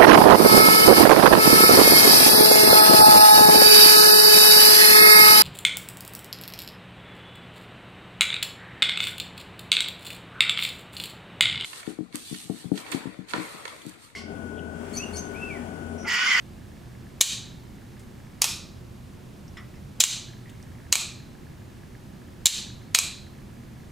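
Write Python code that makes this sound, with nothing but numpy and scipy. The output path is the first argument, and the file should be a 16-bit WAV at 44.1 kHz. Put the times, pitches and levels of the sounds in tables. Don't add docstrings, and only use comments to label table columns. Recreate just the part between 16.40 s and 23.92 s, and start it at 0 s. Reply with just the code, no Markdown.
import sys
import numpy as np
from scipy import signal
from scipy.io import wavfile
from scipy.ndimage import uniform_filter1d, minimum_filter1d

SR = 44100
rng = np.random.default_rng(int(sys.argv[2]) if len(sys.argv) > 2 else 0)


def gain_from_db(level_db):
    decades = np.asarray(level_db, float) / 20
    return 10 ** decades


def dump(signal):
    limited = np.clip(np.atleast_2d(signal).T, -1, 1)
    pcm = np.round(limited * 32767).astype(np.int16)
    wavfile.write(sys.argv[1], SR, pcm)


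N = 331609

# (frequency [Hz], level [dB per Hz])
AIR_SPECTRUM = [(8.8, -44.5), (15, -15), (75, -2), (198, -6), (355, -13), (430, -17.5), (1450, -27),
                (15100, -42.5)]
# (frequency [Hz], left-right likeness [0-1])
AIR_LIKENESS = [(60, 0.74), (130, 0.88), (290, 0.5), (640, 0.13), (1410, 0.35), (3100, 0.67), (6820, 0.81),
                (15000, 0.38)]
# (frequency [Hz], left minus right [dB])
AIR_BALANCE = [(60, -2.5), (240, -1), (950, -2), (3770, -1.5), (15000, -0.5)]
# (frequency [Hz], width [Hz], level [dB])
FAN_LINES = [(83.1, 13, -55.5), (120.84, 9.8, -51.5), (153.5, 6.7, -59.5), (202.3, 12, -56),
             (235.8, 6.2, -59.5), (355.4, 26, -62)]
AIR_DB = -45
HISS_EDGE_HZ = 15300

# (time [s], level [dB])
MOTOR_LEVEL = [(0, -70), (0.999, -65), (2, -66), (2.4, -89.5), (3.4, -81.5), (3.9, -63.5), (6, -67.5),
               (7.6, -66)]
# (frequency [Hz], width [Hz], level [dB])
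BARREL_RINGS = [(1685, 130, 0), (2220, 260, -1)]
STEP_HZ, WOBBLE_HZ = 60, 26.6

# (time of the snap [s], level [dB], length [s])
SCRAPES = [
    (0.8102, -13, 0.0062),
    (2.0186, -19.5, 0.0064),
    (2.037, -19, .002),
    (3.6029, -18, 0.0054),
    (3.6381, -15, .002),
    (4.524, -28.5, .006),
    (4.557, -20.5, .0015),
    (6.0566, -23, 0.0036),
    (6.548, -18.5, 0.0069),
    (6.5877, -11, 0.0017),
]

# (time [s], peak [dB], broad plate against spring [dB], deep against light rings [dB])
OFF_BLOWS = [(.8105, 0.5, 5, -0.5), (.8119, 1, 0, 1), (.8148, 5, -4, 0.5), (.8188, -13, 2, -4),
             (.8229, -15, 4.5, -4), (3.6037, 3.5, -7.5, 1), (3.6052, 1.5, -2.5, 6), (3.608, -5, 5.5, 2),
             (3.6113, -3, -0.5, 1), (3.6143, -7, -1, -5), (3.6156, -11, 2, -1.5), (3.638, 1, 0.5, 2),
             (3.6391, -4, -1.5, 2), (3.641, -13.5, -4, -1), (6.0572, 0, -5, 0), (6.0586, 1, -7, 2),
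             (6.061, -3.5, 6, -1), (6.068, 2, -1, -1), (6.0717, -8.5, 0, -1)]
ON_BLOWS = [(4.5254, 2.5, -6.5, -5), (4.5266, -2.5, 0.5, 2.5), (4.5286, -10, 2.5, 3), (4.534, -12, 0, 3.5),
            (4.5377, -15, 6.5, -2.5), (4.5543, -7, 3.5, 0.5), (6.5479, -0.5, 4.5, -1),
            (6.5495, -7, 2, -0.5), (6.5515, -8, -2, 3), (6.5557, -12.5, 0, -6), (6.558, -14, 8, -4.5),
            (6.5811, -24, 4, -2), (6.5875, -2, -4.5, 0.5), (6.5906, -20, -5, 0)]
OTHER_BLOWS = [
    (2.0186, -0.5, -3, -1.5),
    (2.0199, -3, -4, 0),
    (2.0226, -20, 8, 2.5),
    (2.0273, -16.5, 0.5, 1),
    (2.0418, -5, -3.5, 2.5),
    (2.043, -9.5, 0.5, 1),
    (2.055, -19, -8, 0),
]
# (frequency [Hz], width [Hz], level [dB])
OFF_RINGS = [
    [(684, 570, 2), (1340, 1100, 10.5)],
    [(2400, 120, -6.5), (3100, 720, 8)],
    [(3970, 620, 5.5), (4480, 1200, -2.5)],
    [(5300, 980, -3.5), (6320, 390, 0.5), (7270, 720, 4.5), (8300, 1500, -3)],
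    [(9100, 3000, -1.5), (14580, 7900, -4.5)],
]
ON_RINGS = [
    [(760, 480, 0.5), (1200, 320, 0.3)],
    [(2417, 150, -1.5), (3280, 580, -0.5)],
    [(4044, 260, -0.62), (4960, 860, -0.34)],
    [(5420, 1200, 0.5), (6600, 590, 6.5), (7360, 220, -3.5), (8000, 730, 5.5)],
    [(9880, 1900, 2.5), (12000, 1200, -2.5)],
]
OTHER_RINGS = [
    [(771, 580, -1.2), (1200, 370, 0.3)],
    [(2435, 160, -2), (3200, 785, 3)],
    [(3890, 490, -1.5), (4740, 720, 0.51)],
    [(5400, 510, -2), (6490, 690, 0.5), (7500, 900, 0), (8450, 770, -3)],
    [(10870, 1900, 3.4), (12460, 2200, 2.88)],
]
# (thud [dB], low [dB], middle [dB], top [dB])
OFF_COLOUR_DB = (-20.5, -6.5, -4, -7)
ON_COLOUR_DB = (-21.5, -7.5, -6, -7)
OTHER_COLOUR_DB = (-19.5, -7, -4.5, -7)
# (thud, low, middle, top [dB per dB])
PLATE_FOLLOWS = (0.58, .9, 0.91, .4)
# (thud, low, middle, top [dB per dB])
DEPTH_FOLLOWS = (1.3, .9, -.9, 0)
LANDING_PAUSE_S, LANDING_THUD_DB = 0.013, 3

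# (frequency [Hz], time to fall 60 dB [s])
ROOM_DECAY = [(500, 0.45), (1200, 0.51), (2500, 0.46), (4000, 0.54), (7000, 0.41), (11000, 0.31),
              (16000, 0.28)]
# (frequency [Hz], level [dB])
ROOM_TINT = [(500, 1), (1500, -2.5), (3000, 1), (6000, -1.5), (10000, 1.5), (15300, 0), (16000, -16)]
# (frequency [Hz], left-right likeness [0-1])
ROOM_LIKENESS = [(600, 0.92), (1500, 1), (3000, 1), (7000, 0.9), (15000, .9)]

# (time [s], level [dB], frequency [Hz], width [Hz], length [s])
KNOCKS = [(1.593, -45.5, 7500, 4490, 0.018), (1.701, -58, 7000, 4000, .002),
          (3.079, -45.5, 5400, 900, 0.0027), (3.169, -36, 1950, 399, 0.028), (3.17, -43, 1270, 250, 0.04),
          (3.17, -44.5, 3333, 350, 0.01), (3.171, -46, 5350, 400, 0.014), (3.172, -50, 7200, 1490, 0.0054),
          (3.339, -48.5, 1968, 500, 0.031), (3.354, -55, 5300, 600, .008), (4.057, -45.5, 1890, 400, 0.042),
          (4.094, -43, 3200, 1200, .003), (4.097, -45.5, 7000, 3500, .006),
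          (4.2263, -44.5, 5550, 700, .003), (4.2264, -45, 8300, 2200, .002)]


def evened(x):
    return x / np.sqrt(np.mean(x ** 2) + 1e-20)


def read(points, hz):
    f, value = np.transpose(points)
    return np.interp(np.log(hz + 1), np.log(f + 1), value)


def add(mix, s, sound):
    part = mix[round(s * SR):][:len(sound)]
    part += sound[:len(part)]


def resonate(x, hz, width):
    pole = np.exp((2j * np.pi * hz - np.pi * width) / SR)
    return 2 * signal.lfilter([1 - abs(pole)], [1, -pole], x).real


def ring(x, modes):
    total = 0
    for k, (hz, width, db) in enumerate(modes):
        total = total + (-1) ** k * gain_from_db(db) / width * resonate(x, hz, width)
    return total


def pair(frames, hz, likeness):
    a, b, c, d = rng.standard_normal((frames, len(hz), 4)).T
    like = np.clip(read(likeness, hz), 0, 1)[:, None]
    left, other = a + 1j * b, c + 1j * d
    return np.array([left, like * left + np.sqrt(1 - like ** 2) * other])


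def air():
    hz = np.fft.rfftfreq(2048, 1 / SR)
    lean_db = read(AIR_BALANCE, hz) * np.array([[.5], [-.5]])
    edge_db = 15 * np.clip((hz - HISS_EDGE_HZ) / 600, 0, 2)
    level_db = read(AIR_SPECTRUM, hz) + lean_db - edge_db
    spectra = pair(N // 512 + 5, hz, AIR_LIKENESS) * gain_from_db(level_db)[:, :, None]
    wash = signal.istft(spectra, nperseg=2048, noverlap=1536)[1][:, :N]
    noise = rng.standard_normal(N)
    fan = np.zeros(N)
    for line_hz, width, db in FAN_LINES:
        fan += gain_from_db(db) * evened(resonate(resonate(noise, line_hz, width), line_hz, width))
    return gain_from_db(AIR_DB) * evened(wash) + fan * gain_from_db(np.array([[-.7], [.7]]))


def lens_motor():
    s = np.arange(1.1 / STEP_HZ, N / SR - .01, 1 / STEP_HZ)
    wobble_db = 4.5 * np.cos(2 * np.pi * WOBBLE_HZ * s + 1.9)
    steps = np.zeros(N)
    steps[(s * SR).astype(int)] = gain_from_db(wobble_db + 1.2 * rng.standard_normal(len(s)))
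    rasps = signal.oaconvolve(steps, np.hanning(200), "same") * rng.standard_normal(N)
    level_db = np.interp(np.arange(N) / SR, *np.transpose(MOTOR_LEVEL))
    return gain_from_db(level_db) * evened(ring(rasps, BARREL_RINGS))


def scrapes():
    out = np.zeros(N)
    before_snap = np.arange(600)[::-1] / SR
    for s, db, length in SCRAPES:
        hiss = resonate(resonate(rng.standard_normal(600), 5200, 5000), 6000, 7000)
        swell = np.clip(1 - before_snap / length, 0, 1) ** 3.1
        add(out, s - 600 / SR, gain_from_db(db) * swell * evened(hiss))
    return out


def switch(blows, rings, colour_db, contact_s, chatter_share, widen):
    out, t = np.zeros((3, N)), np.arange(900) / SR
    landing = np.diff(np.transpose(blows)[0], prepend=0) > LANDING_PAUSE_S
    for first_lane, ((s, db, plate_db, depth_db), lands) in enumerate(zip(blows, landing)):
        chatter = chatter_share * rng.standard_normal(len(t)) * np.exp(-t / contact_s)
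        hit = chatter + (t == 0)
        follow_db = plate_db * np.array(PLATE_FOLLOWS) + depth_db * np.array(DEPTH_FOLLOWS)
        thud_db, low_db, mid_db, top_db = np.array(colour_db) + follow_db
        shares_db = (thud_db + LANDING_THUD_DB * lands, low_db, mid_db, 0, top_db)
        lane = first_lane
        for share_db, modes in zip(shares_db, rings):
            parts = []
            for k, (hz, width, mode_db) in enumerate(modes):
                parts.append((-1) ** k * ring(hit, [(hz, widen * width, mode_db)]))
            peak = abs(sum(parts)).max()
            for part in parts:
                lane += 1
                add(out[lane % 3], s + .0003, gain_from_db(db + share_db) * part / peak)
    return out


def plates(contact_s, chatter_share, widen):
    off = switch(OFF_BLOWS, OFF_RINGS, OFF_COLOUR_DB, contact_s, chatter_share, widen)
    on = switch(ON_BLOWS, ON_RINGS, ON_COLOUR_DB, contact_s, chatter_share, widen)
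    other = switch(OTHER_BLOWS, OTHER_RINGS, OTHER_COLOUR_DB, contact_s, chatter_share, widen)
    return gain_from_db(5) * (off + on + other)


def ports(x, scatter_db):
    taps = rng.standard_normal(120) * np.sin(np.pi * np.arange(120) / 120)
    taps = np.diff(taps, n=2)
    side = gain_from_db(scatter_db) * signal.oaconvolve(x, taps / np.linalg.norm(taps))[:N]
    return x + side * np.array([[1], [-1]])


def room(x, near_db, near_s, far_db):
    hz, t = np.fft.rfftfreq(128, 1 / SR), np.arange(1000) * 32 / SR
    level_db = read(ROOM_TINT, hz)[:, None] - 60 * t / read(ROOM_DECAY, hz)[:, None]
    spectra = pair(len(t), hz, ROOM_LIKENESS) * gain_from_db(level_db)
    far = signal.istft(spectra, nperseg=128, noverlap=96)[1]
    t = np.arange(far.shape[1]) / SR
    far = far / np.linalg.norm(far[0]) * np.clip(t / 0.005, 0, 1)
    near = far * np.exp(-t / near_s)
    answer = gain_from_db(far_db) * far + gain_from_db(near_db) * near / np.linalg.norm(near[0])
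    return signal.fftconvolve(x[None], answer, axes=1)[:, :N]


def knocks():
    out, t = np.zeros(N), np.arange(5000) / SR
    for s, db, hz, width, length in KNOCKS:
        puff = rng.standard_normal(len(t)) * np.exp(-t / length)
        body = resonate(resonate(puff, hz, width), hz, 2 * width)
        add(out, s, gain_from_db(db) * body / abs(body).max())
    return out


def scene():
    small = scrapes() + knocks()
    direct = plates(contact_s=0.00077, chatter_share=0.32, widen=1.015).sum(0) + small
    around = plates(contact_s=0.00015, chatter_share=0.18, widen=1.06) + small / np.sqrt(3)
    wet = sum(room(lane, near_db=-14, near_s=0.011, far_db=-11.5) for lane in around)
    lean = gain_from_db(np.array([[-.35], [.35]]))
    return lean * (ports(direct, scatter_db=-7.5) + wet) + air() + lens_motor()


def band_limit(x):
    return signal.sosfilt(signal.butter(12, 17010, fs=SR, output="sos"), x)


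def record(dry):
    over_db = np.clip(20 * np.log10(abs(dry).max(0) + 1e-9) + 1.3, 0, 13)
    fall_db = np.arange(N) / SR * 140
    held_db = -minimum_filter1d(-over_db, 900, origin=449)
    duck_db = np.maximum.accumulate(held_db + fall_db) - fall_db
    gain = 1 / gain_from_db(uniform_filter1d(duck_db, 24))
    ducked = 1.089 * np.tanh(dry / 1.065 * gain)
    edge = signal.firwin(255, 16150, window=("kaiser", 8), fs=SR)
    return band_limit(signal.oaconvolve(ducked, edge[None], "same"))


dry = scene()
out = record(dry)
dump(out)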